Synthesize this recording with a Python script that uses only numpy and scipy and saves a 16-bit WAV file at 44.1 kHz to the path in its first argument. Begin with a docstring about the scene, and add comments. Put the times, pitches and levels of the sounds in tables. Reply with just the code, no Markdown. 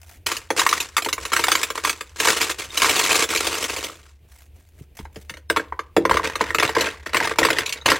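"""Freezer drawer: ice is pressed out of silicone trays into a clear plastic bin. A few small cubes land,
a long pour follows, then larger moulded pieces drop by hand. Each blow sums damped modes: wall knock,
floor thump, ice clack and tick. Loose pieces rattle as filtered showers of small collisions; some ring on.
The flexed tray crackles, dull bumps sound, the drawer adds a short noise echo, the freezer hums."""
import sys
import numpy as np
from scipy import signal
from scipy.fft import rfft, irfft, next_fast_len
from scipy.io import wavfile
from scipy.ndimage import uniform_filter1d

SR = 44100
rng = np.random.default_rng(int(sys.argv[2]) if len(sys.argv) > 2 else 0)


def to_wav(s):
    """Save 16-bit WAV."""
    ch = np.atleast_2d(s).T  # columns
    pcm = np.round(np.clip(ch, -1, 1) * 32767)  # PCM
    wavfile.write(sys.argv[1], SR, pcm.astype(np.int16))


N = 352359
TIME = np.arange(N) / SR
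RING = TIME[:8192]  # time axis of one ringing sound [s]

# small cubes landing; hardness is high on ice, low on plastic:
# (time [s], wall note [Hz], strength [dB], hardness [dB], floor thump [dB re strength])
CUBE_BLOWS = [(.2659, 1090, -20.5, 8, -15.5), (.3162, 1146, -21.5, -2, -10), (.367, 2570, -31, 15, -14),
              (.5042, 860, -20, -5, -0.5), (.5945, 1134, -15, 3.5, -18), (.6165, 1030, -19, -4.5, -21.5),
              (.6647, 1100, -14.5, -6.5, -22), (.69, 2220, -22.5, 10.5, -17.5),
              (.7273, 1202, -16, -3, -16.5), (.8032, 1000, -28.5, 19.5, -17), (.967, 1280, -16, 2.5, -28),
              (.9805, 1200, -17.5, -2, -17.5), (1.022, 725, -30, 10, -9.5), (1.0471, 1700, -29, 13, -12),
              (1.061, 895, -26, -6, -2.5), (1.0872, 1130, -25, 2, -13.5), (1.1281, 2100, -20.5, 8.5, -15),
              (1.1803, 1090, -30.5, -9, -7.5), (1.2523, 1180, -26, 3.5, -12.5),
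              (1.319, 1200, -25.5, -5.5, -8), (1.3325, 1340, -16, -1.5, -14.5),
              (1.3652, 1560, -16, -2.5, -17.5), (1.3933, 940, -21, 1, -5), (1.4391, 1270, -16, 0.5, -16.5),
              (1.4831, 804, -17, -0.5, -14.5), (1.5176, 1260, -13, 3.5, -16),
              (1.553, 1100, -16, 0.5, -15.5), (1.6315, 1290, -19, 7.5, -18), (1.7026, 1060, -26, 0, -5),
              (1.7787, 1130, -28, -3.5, -7), (1.8488, 1060, -18, -0.5, -18), (1.8746, 990, -25, 0, -11),
              (1.8945, 1220, -18.5, 4.5, -15.5), (2.009, 1200, -28, -0.5, -9.5),
              (2.2006, 1730, -18.5, 6.5, -9), (2.2508, 920, -22, -3, -7.5),
              (2.2729, 984, -17.5, -1.5, -11.5), (2.2845, 1750, -18, 2, -18.5),
              (2.4142, 1020, -19.5, 7.5, -11), (2.4285, 1160, -23.5, 6.5, -17.5),
              (2.4976, 1720, -29, -8, -7), (2.595, 1280, -33, 7.5, -5), (2.7744, 1080, -21.5, 14.5, -10.5),
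              (2.8191, 1055, -14.5, 1, -16.5), (2.8449, 1115, -16.5, -5.5, -16),
              (2.9959, 950, -17, 3.5, -19), (3.1099, 2510, -20, -8.5, -13.5), (3.3732, 2470, -24.5, 13, -8),
              (3.4748, 736, -35, -1.5, 4.5), (3.6405, 2450, -30.5, 18, -2.5), (3.6974, 2550, -27, -2, -3.5),
              (3.8444, 990, -33.5, 16, -3.5), (3.8973, 1250, -45.5, -18, 3)]
# moulded pieces coming loose and landing:
# (time [s], wall note [Hz], strength [dB], hardness [dB], floor thump [dB re strength])
PIECE_BLOWS = [(4.9898, 866, -39.5, 2, -2.5), (5.008, 1000, -51, -5.5, -10),
               (5.0529, 870, -43.5, -12.5, -9), (5.1593, 750, -40.5, 3, 4.5), (5.296, 2160, -32, 6, -16),
               (5.301, 2010, -39.5, 0, -11), (5.339, 2110, -40.5, -1, -6), (5.3706, 1830, -41, 0, -5.5),
               (5.5, 1590, -17, -1, -3.5), (5.5623, 1010, -21.5, -6, -11), (5.5695, 1124, -18, -7.5, -6),
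               (5.5963, 1590, -30.5, -11, 2), (5.7237, 990, -40, -31, 0),
               (5.7918, 1170, -28.5, -12.5, -4.5), (5.9656, 770, -18, -5.5, 5.5),
               (6.0521, 1030, -18.5, -13.5, 1.5), (6.0952, 1130, -23, -5, 1.5),
               (6.1113, 996, -16.5, -11, -7.5), (6.1413, 1140, -23, -3, 2.5),
               (6.1699, 1120, -17.5, -8.5, -8.5), (6.1966, 1070, -34, -28, 5), (6.2537, 2390, -27, -7, -3),
               (6.3552, 1200, -23, 0, -8.5), (6.4085, 976, -21.5, -14, 0.5),
               (6.5049, 1870, -27.5, -11.5, -5), (6.5469, 1260, -17, 1.5, -10), (6.5986, 1910, -17, 0, -8),
               (6.6308, 1210, -17.5, 0, -4.5), (6.6921, 860, -24.5, -2, -2), (6.766, 1030, -23.5, -17.5, 8),
               (6.8086, 850, -22.5, 14.5, -2), (6.8711, 1590, -28, -9, -1.5),
               (7.0622, 1840, -30.5, -5, -3.5), (7.145, 1066, -16, -4, -9), (7.169, 1080, -18.5, 3, -9),
               (7.2108, 900, -34, -22, 4.5), (7.2516, 880, -25, 1, -9), (7.3122, 1120, -29.5, -7, 4.5),
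               (7.386, 890, -13.5, 4.5, -5.5), (7.4147, 750, -30, -8, 11), (7.4305, 1930, -18.5, -5, -15),
               (7.4495, 1096, -13, -1.5, -5.5), (7.486, 990, -22, -9, -16), (7.5035, 1970, -16, -1, -7),
               (7.5853, 1990, -17, 2, -9.5), (7.6602, 2460, -33.5, 29, -29), (7.693, 2440, -35, 24.5, -17),
               (7.7251, 2400, -31, 25, -30), (7.86, 1047, -15, 6, -5), (7.901, 1000, -26, 24, -1),
               (7.9176, 1090, -14.5, -3.5, -5), (7.9577, 1940, -28, -2, -21)]
# flow of cubes from the big tray: (time [s], level [dB])
POUR = [(2.16, -37), (2.204, -30.5), (2.236, -20), (2.286, -15.5), (2.348, -24.5), (2.426, -21.5),
        (2.486, -29.5), (2.502, -20.5), (2.57, -51.5), (2.596, -24.5), (2.686, -45), (2.84, -17),
        (2.924, -21), (3.234, -17.5), (3.268, -42), (3.312, -21), (3.856, -31.5), (4.15, -81)]
# bin floor modes, nominal: (frequency [Hz], level [dB, relative], t60 [s])
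FLOOR_MODES = [(108.8, -21.5, 0.43), (171.2, -21, 0.41), (201, -16, 0.13), (284.4, -9.5, 0.16),
               (329, -1, 0.16), (379.3, -1.5, 0.12), (441, 7.5, 0.058), (494.3, 7, 0.059), (576, 6, 0.057),
               (647, 2.5, 0.055)]
# small cubes skittering over the bin: (time [s], length [s], level [dB])
CUBE_SLIDES = [(0.263, 0.065, -28.5), (.565, 0.032, -21), (0.7, .11, -29), (1.202, 0.078, -37),
               (1.32, 0.31, -29.5), (1.751, 0.013, -30), (1.839, 0.051, -27.5), (2.052, 0.045, -55),
               (3.977, 0.11, -55)]
# moulded pieces sliding over each other: (time [s], length [s], level [dB])
PIECE_SLIDES = [(6.101, 0.066, -31.5), (6.232, 0.037, -25), (6.395, 0.013, -24), (6.467, 0.009, -32.5),
                (6.582, 0.074, -22.5), (6.749, .11, -24), (7.061, 0.015, -36), (7.134, .15, -23.5),
                (7.386, .22, -27), (7.631, 0.14, -39), (7.859, 0.052, -17.5)]
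# rattle spectrum, small cubes: (frequency [Hz], level [dB, relative])
CUBES_COLOUR = [(59, -35.5), (100, -4.5), (143, -14), (249, -11.5), (358, 1.5), (705, -7.5), (1080, -2),
                (1550, -4.5), (2470, -2.5), (3470, -6.5), (7770, -8), (16000, -25)]
# rattle spectrum, moulded pieces: (frequency [Hz], level [dB, relative])
MOULDED_COLOUR = [(59, -49.5), (100, -5.5), (234, -12.5), (481, -1), (784, -11), (910, -4), (1330, -8.5),
                  (1950, -2), (2220, -6.5), (8830, -23), (16000, -35.5)]
# loose pieces ringing on: (time [s], pitch [Hz], level [dB])
CLINKS = [(2.704, 3650, -37), (2.738, 3780, -43), (7.676, 3800, -40), (7.69, 3820, -40), (7.771, 3780, -41),
          (7.813, 3800, -38)]
# silicone tray flexing: (time [s], length [s], level [dB])
FLEXES = [(.03, 0.12, -50.5), (4.315, 0.12, -55.5), (4.575, .015, -60), (4.63, 0.17, -65), (4.8, 0.02, -60),
          (4.98, 0.028, -49.5), (5.15, 0.087, -55), (5.29, 0.1, -66)]
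# tray crackle spectrum: (frequency [Hz], level [dB, relative])
TRAY_COLOUR = [(150, -14.5), (350, -18), (700, 0.5), (1100, -10), (2000, -2.5), (3200, -7.5), (4800, -9),
               (6300, -6.5), (16000, -10.5)]
# dull bumps of hands and heavy pieces: (time [s], reference frequency [Hz], level [dB], t60 [s])
BUMPS = [(4.809, 160, -34, 0.043), (4.997, 183, -34.5, 0.042), (5.024, 65.4, -39, 0.14),
         (5.17, 185, -37, 0.057), (5.306, 195, -42, 0.057), (6.113, 89, -32, 0.42), (6.769, 104, -60, .12),
         (7.422, 116, -34, 0.24), (7.892, 105, -35.5, 0.21)]
# freezer hum: (time [s], frequency [Hz], level [dB])
HUM = [(0, 82, -50), (.5, 82, -56), (1.5, 74, -53), (3.9, 72, -52.5), (4.5, 72, -50.5), (5.3, 74, -49),
       (6.5, 76, -44), (7.99, 78, -53)]
# fan noise spectrum: (frequency [Hz], level [dB, relative])
AIR_COLOUR = [(25, -9.5), (70, 9), (130, -7.5), (200, -15.5), (360, -13.5), (600, -20.5), (1200, -35),
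              (2500, -27), (6000, -41.5), (16000, -36)]
# nominal difference between the two microphones: (frequency [Hz], side re mid [dB])
WIDTH = [(100, -26.5), (400, -24), (650, -12), (850, -20), (1200, -17.5), (2000, -24), (4400, -19.5),
         (5200, -11.5), (8000, -9), (12000, -4)]

CLACK_DB, CUBE_TICK_DB, PIECE_TICK_DB = -4.5, -8.5, -12  # re a blow's ice part
TIP_MAX_S, TIP_DB = 0.0046, -9  # edge first, then face: longest delay, level
HEAVY_FROM_DB, HEAVY_RANGE_DB = -23.5, 15.5  # thumps above this level favour the deep modes
ICE_NOTE_HZ, ICE_NOTE_OCTAVES = 2706, .35  # centre and spread of each piece's own ring
ICE_NOTE_DB, ICE_NOTE_T60_S = -8.5, 0.057  # re its clack
POUR_NOTE_HZ, POUR_NOTE_OCTAVES = 1346, .55  # centre and spread of the wall notes
POUR_HARDNESS_DB = 9.5
POUR_THUMP_DB, POUR_THUMP_DB_PER_S = -11, 5.5  # the growing heap passes more of each blow to the floor
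POUR_BLOW_DB, POUR_RATTLE_DB, POUR_SPREAD_DB = -4.5, -2, 2.8  # first two re the flow
SLIDE_ATTACK_S, SETTLE_DB_PER_S = 0.0022, 209.5
STIR_DB = -20.5  # each blow shakes the loose pieces, re its strength
LINGER_DB, LINGER_DB_PER_S = -21, 34.5  # a few pieces creep on after the heap has settled
GRAIN_NOTE_DB = -1.5  # small collision: note re crack
FLEX_ATTACK_S, FLEX_RELEASE_DB_PER_S = 0.041, 349
AIR_DB, AIR_SPREAD_DB = -53, 3.1
TOP_HZ = 16000


def ice():
    """Single landings and pour, plus the loose rattle between them."""
    pouring = (TIME > POUR[0][0]) * (TIME < POUR[-1][0])
    flow = undb(curve(POUR) + POUR_RATTLE_DB) * pouring
    cube_motion = np.hypot(flow, jostle(CUBE_BLOWS, CUBE_SLIDES))
    cubes = rattle(cube_motion, CUBES_COLOUR, per_s=380, spread_db=3.0, t60_s=0.04)
    piece_motion = jostle(PIECE_BLOWS, PIECE_SLIDES)
    moulded = rattle(piece_motion, MOULDED_COLOUR, per_s=260, spread_db=3.8, t60_s=.04)
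    landed = landings(CUBE_BLOWS, CUBE_TICK_DB) + landings(PIECE_BLOWS, PIECE_TICK_DB)
    return cubes + moulded + landed + pour(count=54)


def landings(blows, tick_db):
    """One blow for each table row."""
    out = np.zeros(N)
    for s, note_hz, db, hardness_db, floor_db in blows:
        add(out, s - .0005, blow(note_hz, db, hardness_db, floor_db, tick_db))
    return out


def pour(count):
    """Poured cubes strike at random, each with its own note, as hard as the flow is strong."""
    out = np.zeros(N)
    times, flow_db = np.transpose(POUR)
    for k in range(count):
        elapsed_s = (k + rng.random()) / count * (times[-1] - times[0])
        pitch, size = rng.uniform(-1.1, 1, 2) * np.sqrt(3)
        s = times[0] + elapsed_s
        note_hz = POUR_NOTE_HZ * 2 ** (POUR_NOTE_OCTAVES * pitch)
        db = np.interp(s, times, flow_db) + POUR_BLOW_DB + POUR_SPREAD_DB * size
        floor_db = POUR_THUMP_DB + POUR_THUMP_DB_PER_S * elapsed_s
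        add(out, s, blow(note_hz, db, POUR_HARDNESS_DB, floor_db, CUBE_TICK_DB))
    return out


def blow(note_hz, db, hardness_db, floor_db, tick_db):
    """Ice meets plastic: tick first, then the slower bending waves of wall and floor."""
    out = np.zeros(len(RING))
    # hard contact moves energy from wall knock to ice clack and tick
    ice_db = db + hardness_db / 2
    knock_db = db - hardness_db / 2
    thump_db = db + floor_db

    tip_s = TIP_MAX_S * (1 + rng.random()) / 2
    for delay_s, contact_db in (0, 0), (tip_s, TIP_DB):
        tick = cluster(6000, 16000, 0.074, 0.00017, -10.0, 8.8, count=100)
        clack = cluster(2210, 6000, 0.037, 0.0008, -6.5, 8.1, count=44)
        contact = undb(tick_db) * tick + undb(CLACK_DB) * clack
        add(out, delay_s, undb(ice_db + contact_db) * contact)
    own_hz = ICE_NOTE_HZ * 2 ** (ICE_NOTE_OCTAVES * rng.standard_normal())
    own_ring = ring(own_hz, 0, ICE_NOTE_T60_S, .001, size=2048)
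    add(out, 0, undb(ice_db + CLACK_DB + ICE_NOTE_DB) * own_ring)

    note = ring(note_hz, 0, .02, .0011, size=1536)
    overtones = cluster(914, 2300, 0.036, 0.00096, -0.68, 1.9, count=16)
    # a blunt knock sounds the wall's note almost alone
    blunt = np.clip((-CLACK_DB - hardness_db) / 25, 0, 1)
    share = .4 + .5 * blunt
    add(out, 0, undb(knock_db) * (np.sqrt(share) * note + np.sqrt(1 - share) * overtones))

    # longer contact of a heavy piece drives the deep modes harder
    mode_hz, mode_db, mode_t60_s = np.transpose(FLOOR_MODES)
    shift, spot = rng.standard_normal((2, len(mode_hz)))
    heavy = np.clip((thump_db - HEAVY_FROM_DB) / HEAVY_RANGE_DB, 0, 1)
    driven_db = mode_db + 1.5 * spot - 5 * heavy * np.log2(np.maximum(mode_hz, 280))
    floor_hz = mode_hz * (1 + .016 * shift)
    floor_t60_s = mode_t60_s * (.65 + .65 * heavy)
    add(out, 0.0016, undb(thump_db) * ring(floor_hz, driven_db, floor_t60_s, 0.003))
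    return out


def rattle(motion, tone, per_s, spread_db, t60_s, size=1800):
    """Shower of small collisions, each a crack and a brief note of its own size and pitch."""
    t = RING[:1024]
    shape = fade(t60_s, t) * (1 - np.exp(-t / 0.0001))
    out = np.zeros(N)
    chance = rng.random((5000, 3))
    cracks = rng.standard_normal((len(chance), len(t))) * shape
    times = np.cumsum(-np.log(chance[:, 0])) / per_s
    for s, (_, rarity, pitch), crack in zip(times[times < TIME[-1]], chance, cracks):
        sine = np.sin(2 * np.pi * 900 * 2 ** (3.2 * pitch) * t)
        note = undb(GRAIN_NOTE_DB) * fade(.025, t) * shape * sine
        add(out, s, undb(-spread_db * np.log(rarity)) * (crack + note))
    out = colour(out, tone)
    power = uniform_filter1d(out ** 2, size=size)
    # the heap's energy is shared among the collisions of the moment
    return out / np.sqrt(np.abs(power) + 1e-4 * power.mean()) * motion


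def jostle(blows, slides):
    """Motion of the loose pieces: they slide, each blow stirs them, they settle again."""
    kicks = np.zeros(N)
    for s, _, db, _, _ in blows:
        add(kicks, s, [undb(db + STIR_DB) ** 2])
    stirred = signal.lfilter([1], [1, -undb(-SETTLE_DB_PER_S / SR) ** 2], kicks)
    power = stirred + spells(slides, SLIDE_ATTACK_S, SETTLE_DB_PER_S) ** 2
    keep = undb(-LINGER_DB_PER_S / SR) ** 2
    lingering = signal.lfilter([1 - keep], [1, -keep], power)
    return np.sqrt(power + undb(LINGER_DB) ** 2 * lingering)


def clinks():
    """A free piece rings with a close pair of bending modes and a weaker one above."""
    out = np.zeros(N)
    for s, hz, db in CLINKS:
        add(out, s, undb(db) * ring(hz * np.array([1, 1.03, 1.7]), [0, -7, -13], .05, .001))
    return out


def tray():
    """Silicone peels off the ice with a fine crackle; hands and heavy pieces give dull bumps."""
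    flexing = spells(FLEXES, FLEX_ATTACK_S, FLEX_RELEASE_DB_PER_S)
    out = rattle(flexing, TRAY_COLOUR, per_s=300, spread_db=3.5, t60_s=0.028, size=3600)
    out = out * undb(2 * walk(size=700))  # it sticks and lets go
    for s, hz, db, t60_s in BUMPS:
        bump = ring(hz * np.array([.7, 1, 1.6, 2.4]), [3.0, 1, -7, -8.5], t60_s, 0.0037)
        add(out, s, undb(db) * bump)
    return out


def drawer(x, wet_db, t60_s, low_db):
    """Close walls return a dense, short echo; its low part lasts longer."""
    noise = rng.standard_normal((2, len(RING)))
    onset = 1 - np.exp(-(RING / 0.0038) ** 2)
    bright = unit(noise[0] * fade(t60_s) * onset)
    dull = colour(noise[1], [(180, -7), (290, 0), (600, 0), (2000, -7), (12000, -14)])
    low = unit(dull * fade(.3) * onset)
    echo = (undb(wet_db) * bright + undb(low_db) * low) / np.sqrt(len(RING))
    return x + signal.fftconvolve(x, echo)[:N]


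def freezer():
    """Hum, a gliding sine plus narrow rumble, over faint, slightly uneven fan noise."""
    tone = np.sqrt(2) * np.sin(2 * np.pi * np.cumsum(curve(HUM)) / SR)
    rumble_colour = [(20, -30), (48, -19), (64, 0), (82, -2), (105, -20), (200, -40), (1000, -80)]
    rumble = unit(colour(rng.standard_normal(N), rumble_colour))
    hum = (.8 * tone + .6 * rumble) * undb(curve(HUM, axis=2))
    fan = unit(colour(rng.standard_normal(N), AIR_COLOUR))
    return hum + undb(AIR_DB + AIR_SPREAD_DB * walk(size=3000)) * fan


def ring(hz, db, t60_s, rise_s, size=8192):
    """Damped modes building up over rise_s; first 12 ms scaled to the energy of rms 1 over 10 ms."""
    t = RING[:size]
    hz, db, t60_s = (np.reshape(v, (-1, 1)) for v in (hz, db, t60_s))
    phase = rng.uniform(0, 2 * np.pi, hz.shape)
    modes = undb(db) * fade(t60_s, t) * np.sin(2 * np.pi * hz * t + phase)
    y = np.sum(modes, axis=0) * (1 - np.exp(-(t / rise_s) ** 2))
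    return y / np.sqrt(np.sum(y[:530] ** 2) / 441)


def cluster(lo_hz, hi_hz, t60_s, rise_s, tilt_db, relief_db, count):
    """Many short modes, tilted in dB per octave; the point of contact favours some groups."""
    hz = lo_hz + (hi_hz - lo_hz) * (np.arange(count) + rng.random(count)) / count
    octaves = np.log2(hz / lo_hz)
    relief = relief_db * np.sin(2 * np.pi * (rng.uniform(1.2, 2.8) * octaves + rng.random()))
    return ring(hz, tilt_db * octaves + relief, t60_s, rise_s, size=1536)


def spells(rows, attack_s, release_db_per_s):
    """Gain of (time, length, level) movements: each swells up to its time, holds, dies away."""
    power = np.zeros(N)
    for s, length_s, db in rows:
        swell = np.clip(1 + (TIME - s) / attack_s, 0, 1)
        release_db = release_db_per_s * np.maximum(TIME - s - length_s, 0)
        power += (swell * undb(db - release_db)) ** 2
    return np.sqrt(power)


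def walk(size):
    """Random value wandering between stretches of size samples; rms 1."""
    steps = np.repeat(rng.standard_normal(N // size + 1), size)
    return unit(uniform_filter1d(steps, size)[:N])


def colour(x, points):
    """Causal minimum-phase filter with a (frequency [Hz], level [dB]) response."""
    hz, db = np.transpose(points)
    size = 4096
    grid_hz = np.maximum(np.fft.rfftfreq(size, 1 / SR), 1)
    cepstrum = irfft(np.log(undb(np.interp(np.log(grid_hz), np.log(hz), db))))
    # fold the cepstrum to make it causal
    cepstrum[1:size // 2] *= 2
    cepstrum[size // 2 + 1:] = 0
    return signal.fftconvolve(x, irfft(np.exp(rfft(cepstrum))))[:len(x)]


def fade(t60_s, t=RING):
    """Exponential decay, 60 dB in t60_s."""
    return np.exp(-np.log(1000) * t / t60_s)


def curve(rows, axis=1):
    """One table column, joined by straight lines in time."""
    rows = np.array(rows)
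    return np.interp(TIME, rows[:, 0], rows[:, axis])


def add(track, s, sound):
    """Mix a sound in at time s."""
    start = max(int(s * SR), 0)
    room = track[start:start + len(sound)]
    room += sound[:len(room)]


def undb(db):
    """Decibels to gain."""
    return 10 ** (np.asarray(db) / 20)


def unit(x):
    """Scale to rms 1."""
    return x / np.sqrt(np.mean(x ** 2))


def scene():
    """Mid holds every source; a wandering, phase-turned copy of it forms the side of the stereo pair."""
    mid = drawer(ice() + clinks() + tray(), wet_db=-10.5, t60_s=0.075, low_db=-22.0) + freezer()
    size = next_fast_len(N)
    grid_hz = np.fft.rfftfreq(size, 1 / SR)
    hz, db = np.transpose(WIDTH)
    spectrum = rfft(mid, size) * undb(np.interp(np.log(grid_hz + 1), np.log(hz), db))
    # wall reflections turn the phase lead back and forth along the spectrum
    turns = np.tanh(4 * np.sin(2 * np.pi * .0011 * grid_hz))
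    in_phase = irfft(spectrum, size)[:N]
    lead = irfft(1j * turns * spectrum, size)[:N]
    side = lead * (.7 + .55 * walk(size=300)) + .45 * walk(size=300) * in_phase
    return np.array([mid + side, mid - side])


def record(dry):
    """Round the highest peaks, then low-pass steeply at TOP_HZ."""
    rounded = dry / (1 + np.abs(dry / .9) ** 6) ** (1 / 6)
    return signal.sosfilt(signal.ellip(10, .2, 80, TOP_HZ, fs=SR, output="sos"), rounded)


dry = scene()
out = record(dry)
to_wav(out)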